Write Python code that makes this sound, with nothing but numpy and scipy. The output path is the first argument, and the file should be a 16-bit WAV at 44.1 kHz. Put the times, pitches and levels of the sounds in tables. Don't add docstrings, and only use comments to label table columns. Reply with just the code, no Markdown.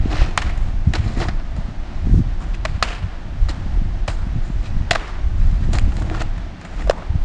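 import sys
import numpy as np
from scipy import signal
from scipy.fft import rfft, irfft, next_fast_len
from scipy.io import wavfile
from scipy.ndimage import uniform_filter1d, map_coordinates

SR = 44100
rng = np.random.default_rng(int(sys.argv[2]) if len(sys.argv) > 2 else 0)


def log_audio(samples):
    frames = np.atleast_2d(samples).T
    limited = np.clip(frames, -1, 1)
    pcm = np.round(limited * 32767).astype(np.int16)
    wavfile.write(sys.argv[1], SR, pcm)


N = 319504
T = np.arange(N) / SR


def amp(db):
    return 10 ** (np.asarray(db) / 20)


def unit(x):
    return x / np.sqrt(np.mean(x ** 2) + 1e-20)


def along(points, hz):
    f, v = np.transpose(points)
    return np.interp(np.log(hz + 1), np.log(f + 1), v)


def curve(points):
    s, v = np.transpose(points)
    return np.interp(T, s, v)


def wobble(knots_per_s):
    knots = rng.standard_normal(int(N * knots_per_s / SR) + 4)
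    return map_coordinates(knots, [T * knots_per_s])


def filtered(x, response):
    m = next_fast_len(N + SR // 2)
    return irfft(rfft(x, m) * response(np.fft.rfftfreq(m, 1 / SR)), m)[..., :N]


def noise(spectrum):
    return unit(filtered(rng.standard_normal(N), lambda hz: amp(along(spectrum, hz))))


def resonant(x, modes):
    def response(f):
        total = 0
        for k, (hz, width_hz, db) in enumerate(modes):
            damping = 1j * f * width_hz
            total = total + (-1) ** k * amp(db) * damping / (hz * hz - f * f + damping)
        return total
    return filtered(x, response)


# f/Hz, width/Hz, relative level/dB
DECK_MODES = [(1065, 250, 10.5), (1276, 320, 7.5), (1833, 278, 5.5), (2490, 295, 2.5), (2850, 970, 3.5),
              (3430, 350, 4.5)]


def deck(drives):
    return sum((-1) ** k * resonant(row, [mode]) for k, (row, mode) in enumerate(zip(drives, DECK_MODES)))


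def favour(mode, fall_db):
    return amp(-fall_db * np.abs(np.arange(len(DECK_MODES)) - mode))[:, None]


# f/Hz, width/Hz, relative level/dB
TRUCK_MODES = [(3996, 380, 0), (4490, 690, -1.5), (4940, 600, -2.5)]
# f/Hz, width/Hz, relative level/dB
RIM_MODES = [(7090, 980, 2.5), (7600, 1040, 2), (8430, 820, -0.5)]
# t/s, blow level/dB, rattle t60/s, [knock, trucks, rim] level/dB over the blow,
# favoured deck mode (0-5; beyond 5 leans to the top), send to the houses level/dB over direct
CONTACTS = [(0.156, -32, 0.013, -12, 4, -13, 1, 12), (0.3756, -4.5, 0.0053, -20, -16, -4.5, 0.39, -1),
            (.377, -5.5, 0.013, -10.5, -20, -18, 2.78, -0.5), (0.3842, -18, 0.025, -15, -7, -24, 2.7, 9),
            (0.4178, -20, 0.034, -21, -15, -17, 2, 5), (0.4246, -28.5, .015, -2, -16, -17, 3.6, 10),
            (.496, -29.5, 0.039, -8, -18, -28, 2.4, 0), (0.5763, -34.5, 0.027, -3, -12, -5.5, 2.5, 16),
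            (.936, -17, 0.021, -9, -10, -11.5, 2.8, 9), (1.2024, -22, 0.01, -20, -10, -10, 1.4, 5),
            (1.2845, -21, 0.033, -8.5, -5.5, -23, 1.4, 6), (1.5648, -37, 0.017, 2, -5, -6, 0.87, 17.5),
            (2.6494, -26, 0.046, 3, -9, -23, 0.1, -0.5), (2.652, -16, 0.017, -31, -7.5, -10.5, 2.4, 3),
            (2.6571, -13.5, 0.009, -22, -25, -30, 2.3, -4), (2.8254, -8, 0.011, -5, -10, -24, 0.98, 5),
            (2.827, -10.5, 0.019, -17, 3, -13.5, 2.3, -7), (2.835, -18.5, 0.024, -12.5, -8, -11.5, 3, 16),
            (3.4867, -25, 0.0098, -4, -9, -11.5, 1.5, 13), (4.0784, -23.5, 0.031, -2.5, -3, -3, 0.82, 10),
            (4.082, -18.5, 0.017, 0.5, -6, -26, 3.1, -4), (4.9088, -2.5, 0.032, -20.5, -9.5, -15.5, 7, -10),
            (4.911, 1.5, 0.0059, -22.5, -16, -15, 2.44, -3), (4.9124, -12, 0.033, -3.5, -12, -17, 6.1, 5.5),
            (4.9184, -19.5, 0.028, -10.5, -8, -10, 2.5, -4), (4.929, -28, 0.043, -1.5, 5, -5.5, 2.6, -6),
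            (4.9341, -19, .012, -13, -9, -12, 2, -5), (4.9506, -18, 0.032, -4, -7, -14, 2.2, -6),
            (4.9556, -10.5, 0.0079, -12, -10, -21, 2.23, 8), (4.9581, -13, 0.009, -4.5, -9, -34, 1, -3),
            (5.077, -33, 0.068, -13, -24, -37, .4, 13), (5.732, -25.5, 0.037, -7.5, -2, 1.5, 2.6, -11),
            (5.7855, -17, 0.015, -17, -6, -11, 2.5, 3.5), (5.7947, -33, 0.0091, -3, -8, 2, 4, -2),
            (5.919, -35, 0.043, -13, -10, -16, 1, 12), (5.9679, -29.5, 0.015, -17, -1, -6, 2, 12),
            (6.0202, -32.5, 0.037, -6.5, -6, -7, 1.6, 11), (6.099, -21.5, 0.0053, -8, -26, -24, 2.8, 0),
            (6.2146, -21, 0.026, -8, -22, -25, 0.67, -25), (6.221, -26.5, 0.016, -10, -9, -4, 2.6, -1),
            (6.379, -32, 0.018, -23, -22, -14, 0.9, 2), (6.613, -33, 0.022, -14, -19, -11, 1.5, 14),
            (6.649, -33, 0.041, -9, -8, -5.5, 1.7, 6), (6.873, -32, 0.025, 5, -7, -9, 1.3, 16),
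            (6.8972, -15, 0.016, 12.5, 2, -22.5, 3.3, -11.5),
            (6.9083, -20.5, 0.024, -6, -23, -13.5, 0.43, -3), (7.023, -35, 0.016, 1, -21, -34, 1, -3)]
WOOD_DB, KNOCK_DB = 12, 5.5
KNOCK_HZ, KNOCK_HZ_PER_DB = 655, -6.5
SNAP_S, SNAP_DB, SNAP_DB_PER_S = 0.0001, 12, -480
THUD_S, THUD_DB = 0.00092, -5
RATTLE_RISE_S = 0.00097


def clacks():
    t = np.arange(SR // 12) / SR
    shape = (len(DECK_MODES) + 2, len(t))
    drive = np.zeros((shape[0], 2, N + SR))
    hollow = np.zeros((2, N + SR))

    f = np.fft.rfftfreq(len(t), 1 / SR)
    parts = [[mode] for mode in DECK_MODES] + [TRUCK_MODES, RIM_MODES]
    heard = np.sqrt([sum(w / np.hypot(2 * (f - hz), w) ** 2 for hz, w, _ in part) for part in parts])
    heard /= np.linalg.norm(heard, axis=1)[:, None]

    for s, db, t60, knock_db, trucks_db, rim_db, mode, away_db in CONTACTS:
        start = round(s * SR)
        span = slice(start, start + len(t))
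        paths = amp([[0], [away_db]])

        spikes = rng.standard_normal(shape) * amp(4.4 * np.minimum(rng.exponential(size=len(t)), 4.5))
        fade = amp(db + WOOD_DB - 60 * t / t60) * (1 - np.exp(-t / RATTLE_RISE_S))
        strength = np.linalg.norm(fade)
        rattle = spikes * fade
        grit = rattle * strength / np.linalg.norm(rfft(rattle) * heard, axis=1)[:, None]
        grit[:, round(SNAP_S * SR)] += amp(SNAP_DB + SNAP_DB_PER_S * t60) * strength
        shares = np.vstack([favour(mode, fall_db=7), amp([[trucks_db], [rim_db]])])
        drive[..., span] += (grit * shares)[:, None] * paths

        u = t / (0.11 * t60)
        swell = (u * np.exp(1 - u)) ** 2
        hz = KNOCK_HZ + KNOCK_HZ_PER_DB * knock_db
        hollow[:, span] += paths * amp(db + knock_db + KNOCK_DB) * swell * np.sin(2 * np.pi * hz * t)

        v = t / THUD_S
        hollow[:, span] += amp(db + THUD_DB) * v * (2 - v) * np.exp(-v)

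    *wood, trucks, rim = drive[..., :N]
    crack = deck(wood) + resonant(trucks, TRUCK_MODES) + resonant(rim, RIM_MODES)
    return crack, hollow[:, :N]


def grains():
    clumps_db = 4 * wobble(200) + 1.2 * wobble(60)
    spikes_db = 3.73 * np.minimum(rng.exponential(size=N), 6.5)
    return rng.standard_normal(N) * amp(spikes_db + clumps_db)


# f/Hz, width/Hz, relative level/dB
BELLY_MODES = [(735, 206, -6.5), (314.5, 35, 1)]
# t/s of the top, rise/s, fall/s (20 dB each), top level/dB,
# [trucks, rim, belly] level/dB over the wood, favoured deck mode (0-5)
STROKES = [(0.106, 0.002, 0.098, -43.5, -2, -9, 10.5, 1.2), (0.212, 0.22, 0.15, -29, -16, -27, -3.5, 2.3),
           (.47, 0.051, 0.072, -35, -27, -35, -2.5, 1.5), (0.956, 0.02, 0.015, -21.5, -12, -20, -2, 1.1),
           (1.071, 0.056, 0.16, -40.5, -4, -8, 6, 1.5), (1.22, 0.062, 0.061, -26.5, -12, -20, 0, 1.9),
           (2.42, 0.04, 0.1, -40.5, -30, -14, 0, 1.1), (2.547, 0.0086, 0.014, -29.5, -30, -18, -39, 3.05),
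           (3.492, 0.0028, 0.025, -27, -9, -12, -5.5, 2.3), (4.089, 0.004, 0.053, -33.5, -5, -7, -0.5, 2),
           (4.44, 0.025, 0.2, -48.5, -7.5, -4, -7, 1.2), (4.661, 0.04, 0.036, -37, -6.5, -17, -11, 2.3),
           (5.06, 0.091, 0.17, -40.5, -18, -36, -17, 1.7), (5.42, 0.13, 0.57, -49, -8, -9, -13, 1.6),
           (5.64, 0.035, 0.042, -45, -9, -23, -24, 1.8), (5.751, 0.024, 0.033, -27.5, -10, -12.5, 0, 1.9),
           (5.97, 0.14, 0.15, -51.5, -7.5, -3, 13.5, 1.2), (6.16, 0.083, 0.061, -35.5, -29, -25, 6, 1.2),
           (6.206, 0.028, 0.038, -32.5, -17, -16, -1, 2.7), (6.81, 0.11, 0.084, -38.5, -22, -12.5, 3, 1.9)]
STROKE_ROUND = 1.11
RIM_FOLLOWS, BELLY_FOLLOWS = 0.63, 0.62


def scrapes():
    shared = grains()

    def ticks():
        return 0.37 * shared + grains()

    modes = unit(np.array([resonant(ticks(), [mode]) for mode in DECK_MODES]))
    trucks, rim, belly = (unit(resonant(ticks(), part)) for part in (TRUCK_MODES, RIM_MODES, BELLY_MODES))
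    out = np.zeros(N)
    for s, rise, fall, db, trucks_db, rim_db, belly_db, mode in STROKES:
        u = np.abs(T - s) / np.where(T < s, rise, fall)
        on = u < 4
        stroke_db = -20 * u[on] ** STROKE_ROUND
        gate = np.exp(-(u[on] / 2) ** 4)
        share = favour(mode, fall_db=6)
        wood = (share * modes[:, on]).sum(axis=0) / np.linalg.norm(share)
        drag = amp(stroke_db) * (wood + amp(trucks_db) * trucks[on])
        drag += amp(rim_db + RIM_FOLLOWS * stroke_db) * rim[on]
        drag += amp(belly_db + BELLY_FOLLOWS * stroke_db) * belly[on]
        out[on] += gate * amp(db) * drag
    return out


# f/Hz, t60/s
FRONT_DECAY = [(300, 0.98), (1200, 1), (3000, 0.79), (7000, 0.6), (12000, 0.85)]


def fronts(x):
    hz, _, z = signal.stft(x, SR, nperseg=256)
    t = np.arange(250) * 128 / SR
    decay = amp(-120 * t / along(FRONT_DECAY, hz)[:, None])
    answer = (1 - np.exp(-(t / 0.0029) ** 2)) ** 2 * decay
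    answer *= 1 + 0.8 * np.exp(-((t - 0.108) / 0.016) ** 2)
    answer /= answer.sum(axis=1).mean()

    power = uniform_filter1d(np.abs(z) ** 2, size=7, axis=0)
    power = np.abs(signal.fftconvolve(power, answer, axes=1)[:, :z.shape[1]])
    lumps_db = 2.2 * wobble(70) + 1.5 * wobble(200)
    chance = signal.stft(rng.standard_normal(N) * amp(lumps_db), SR, nperseg=256)[2]
    chance /= np.sqrt(np.mean(np.abs(chance) ** 2))
    return signal.istft(np.sqrt(power) * chance, SR, nperseg=256)[1][:N]


# t/s, level/dB
BUFFET_LEVEL = [(0.0, -19.5), (0.16, -18), (0.22, -9.5), (0.36, -26.5), (0.48, -17), (1.91, -24.5),
                (2.14, -10), (2.26, -20), (3.34, -27), (3.43, -12), (3.55, -25.5), (3.69, -15),
                (3.99, -23.5), (4.44, -19.5), (4.49, -29), (4.58, -12), (4.64, -23.5), (4.78, -16.5),
                (5.08, -29.5), (5.28, -13), (5.3, -16), (5.57, -13.5), (5.6, -21), (5.87, -14), (6.43, -25),
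                (6.61, -41), (6.88, -14), (6.94, -29.5), (7.16, -23.5), (7.24, -15)]
# f/Hz, relative level/dB
BUFFET_SPECTRUM = [(8, -14.5), (20, 9.5), (45, 4.5), (70, -3.5), (110, -14), (200, -60)]
# t/s, level/dB
FLUTTER_LEVEL = [(0.0, -25.5), (0.18, -22.5), (0.44, -34.5), (0.48, -26.5), (0.78, -29), (0.89, -17.5),
                 (0.95, -26.5), (1.21, -21), (1.41, -38.5), (1.61, -31), (1.85, -44.5), (2.07, -22),
                 (2.16, -12.5), (2.34, -35.5), (2.72, -29), (2.9, -44), (3.05, -28), (3.1, -48),
                 (3.27, -32.5), (4.32, -31), (4.38, -18), (4.42, -35), (4.9, -27.5), (5.06, -44.5),
                 (5.36, -22), (5.91, -21), (6.59, -37), (6.9, -24), (6.96, -53), (7.16, -23), (7.24, -46)]
# f/Hz, relative level/dB
FLUTTER_SPECTRUM = [(40, -16), (80, 1.5), (130, -7), (220, -16.5), (400, -35), (800, -61)]
# t/s of the top, peak level/dB, half width/ms
BURSTS = [(.059, -10.5, 1), (.221, -11, 2.7), (0.875, -6, 1.97), (1.174, -13.5, 1), (1.224, -17, 2.2),
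          (1.291, -14.5, 1.45), (1.59, -13.5, 1.96), (1.689, -18, 1.7), (2.0717, -12.5, 1.18),
          (2.097, -16.5, 1.1), (2.107, -16, 1.6), (2.124, -7, 2), (2.143, -13, 0.88), (2.172, -11.5, 1.5),
          (2.193, -10, 1.23), (2.205, -10, 1.4), (2.581, -26, 1.6), (2.698, -15.5, 2.5),
          (2.722, -13.5, 2.7), (2.757, -13, 3.4), (2.78, -23, 1.35), (3.047, -11.5, 3), (3.432, -11.5, 5.5),
          (3.665, -21, 1.28), (3.775, -23, 0.9), (3.819, -15, 1.47), (4.27, -15.5, 1.6), (4.364, -7.5, 2.4),
          (4.503, -15.5, 1.48), (4.565, -18, 3.3), (4.769, -13.5, 1.66), (5.446, -16, 2.3),
          (5.69, -21.5, 0.73), (5.88, -16, 1.18), (7.106, -9.5, 3.3), (7.157, -11, 1.84)]


def wind():
    slow = amp(curve(BUFFET_LEVEL)) * unit(amp(0.35 * wobble(14)) * noise(BUFFET_SPECTRUM))

    gusty_db = 3.2 * wobble(32) + 1.2 * wobble(9)
    lumps = unit(amp(gusty_db) * noise(FLUTTER_SPECTRUM))
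    lumps += 0.048 * (lumps ** 2 - uniform_filter1d(lumps ** 2, size=SR // 30))
    fast = amp(curve(FLUTTER_LEVEL)) * lumps

    for s, db, half_width_ms in BURSTS:
        near = np.abs(T - s) < 0.03
        u = (T[near] - s) * 1000 / half_width_ms
        fast[near] += amp(db) * (1 - u * u) * np.exp(-u * u / 2)
    return slow + fast


# f/Hz, relative level/dB
HUSH_SPECTRUM = [(90, -32), (160, -3.5), (300, -6.5), (440, -18), (680, -9.5), (1050, -17), (1800, -18),
                 (2200, -21), (4000, -27.5), (7000, -35.5), (12300, -40)]
# f/Hz, width/Hz, level/dB
DRONE_TONES = [(169.7, 2.8, -47), (356.6, 2.5, -53.5)]
HUSH_DB = -40.0


def town():
    breathing_db = 0.4 * wobble(2.5) + 0.6 * wobble(12)
    out = amp(HUSH_DB + breathing_db) * noise(HUSH_SPECTRUM)
    for hz, width_hz, db in DRONE_TONES:
        out += amp(db) * unit(resonant(rng.standard_normal(N), [(hz, width_hz, 0)]))
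    return out


FRONTS_DB = -14.0


def scene():
    (crack, crack_away), (knock, knock_away) = clacks()
    drag = scrapes()
    far = fronts(crack_away + drag + knock_away)
    board = crack + drag + knock
    return (board + amp(FRONTS_DB) * far + wind() + town())[None]


# f/Hz, level/dB
MIC_RESPONSE = [(6000, 0), (7500, -4), (9000, -11), (10500, -19), (12300, -26.5)]
TOP_HZ, CLIP_LEVEL = 12300, 0.88


def record(dry):
    heard = filtered(dry, lambda hz: amp(along(MIC_RESPONSE, hz)))
    clipped = heard / (1 + np.abs(heard / CLIP_LEVEL) ** 8) ** (1 / 8)
    return filtered(clipped, lambda hz: hz < TOP_HZ)


dry = scene()
out = record(dry)
log_audio(out)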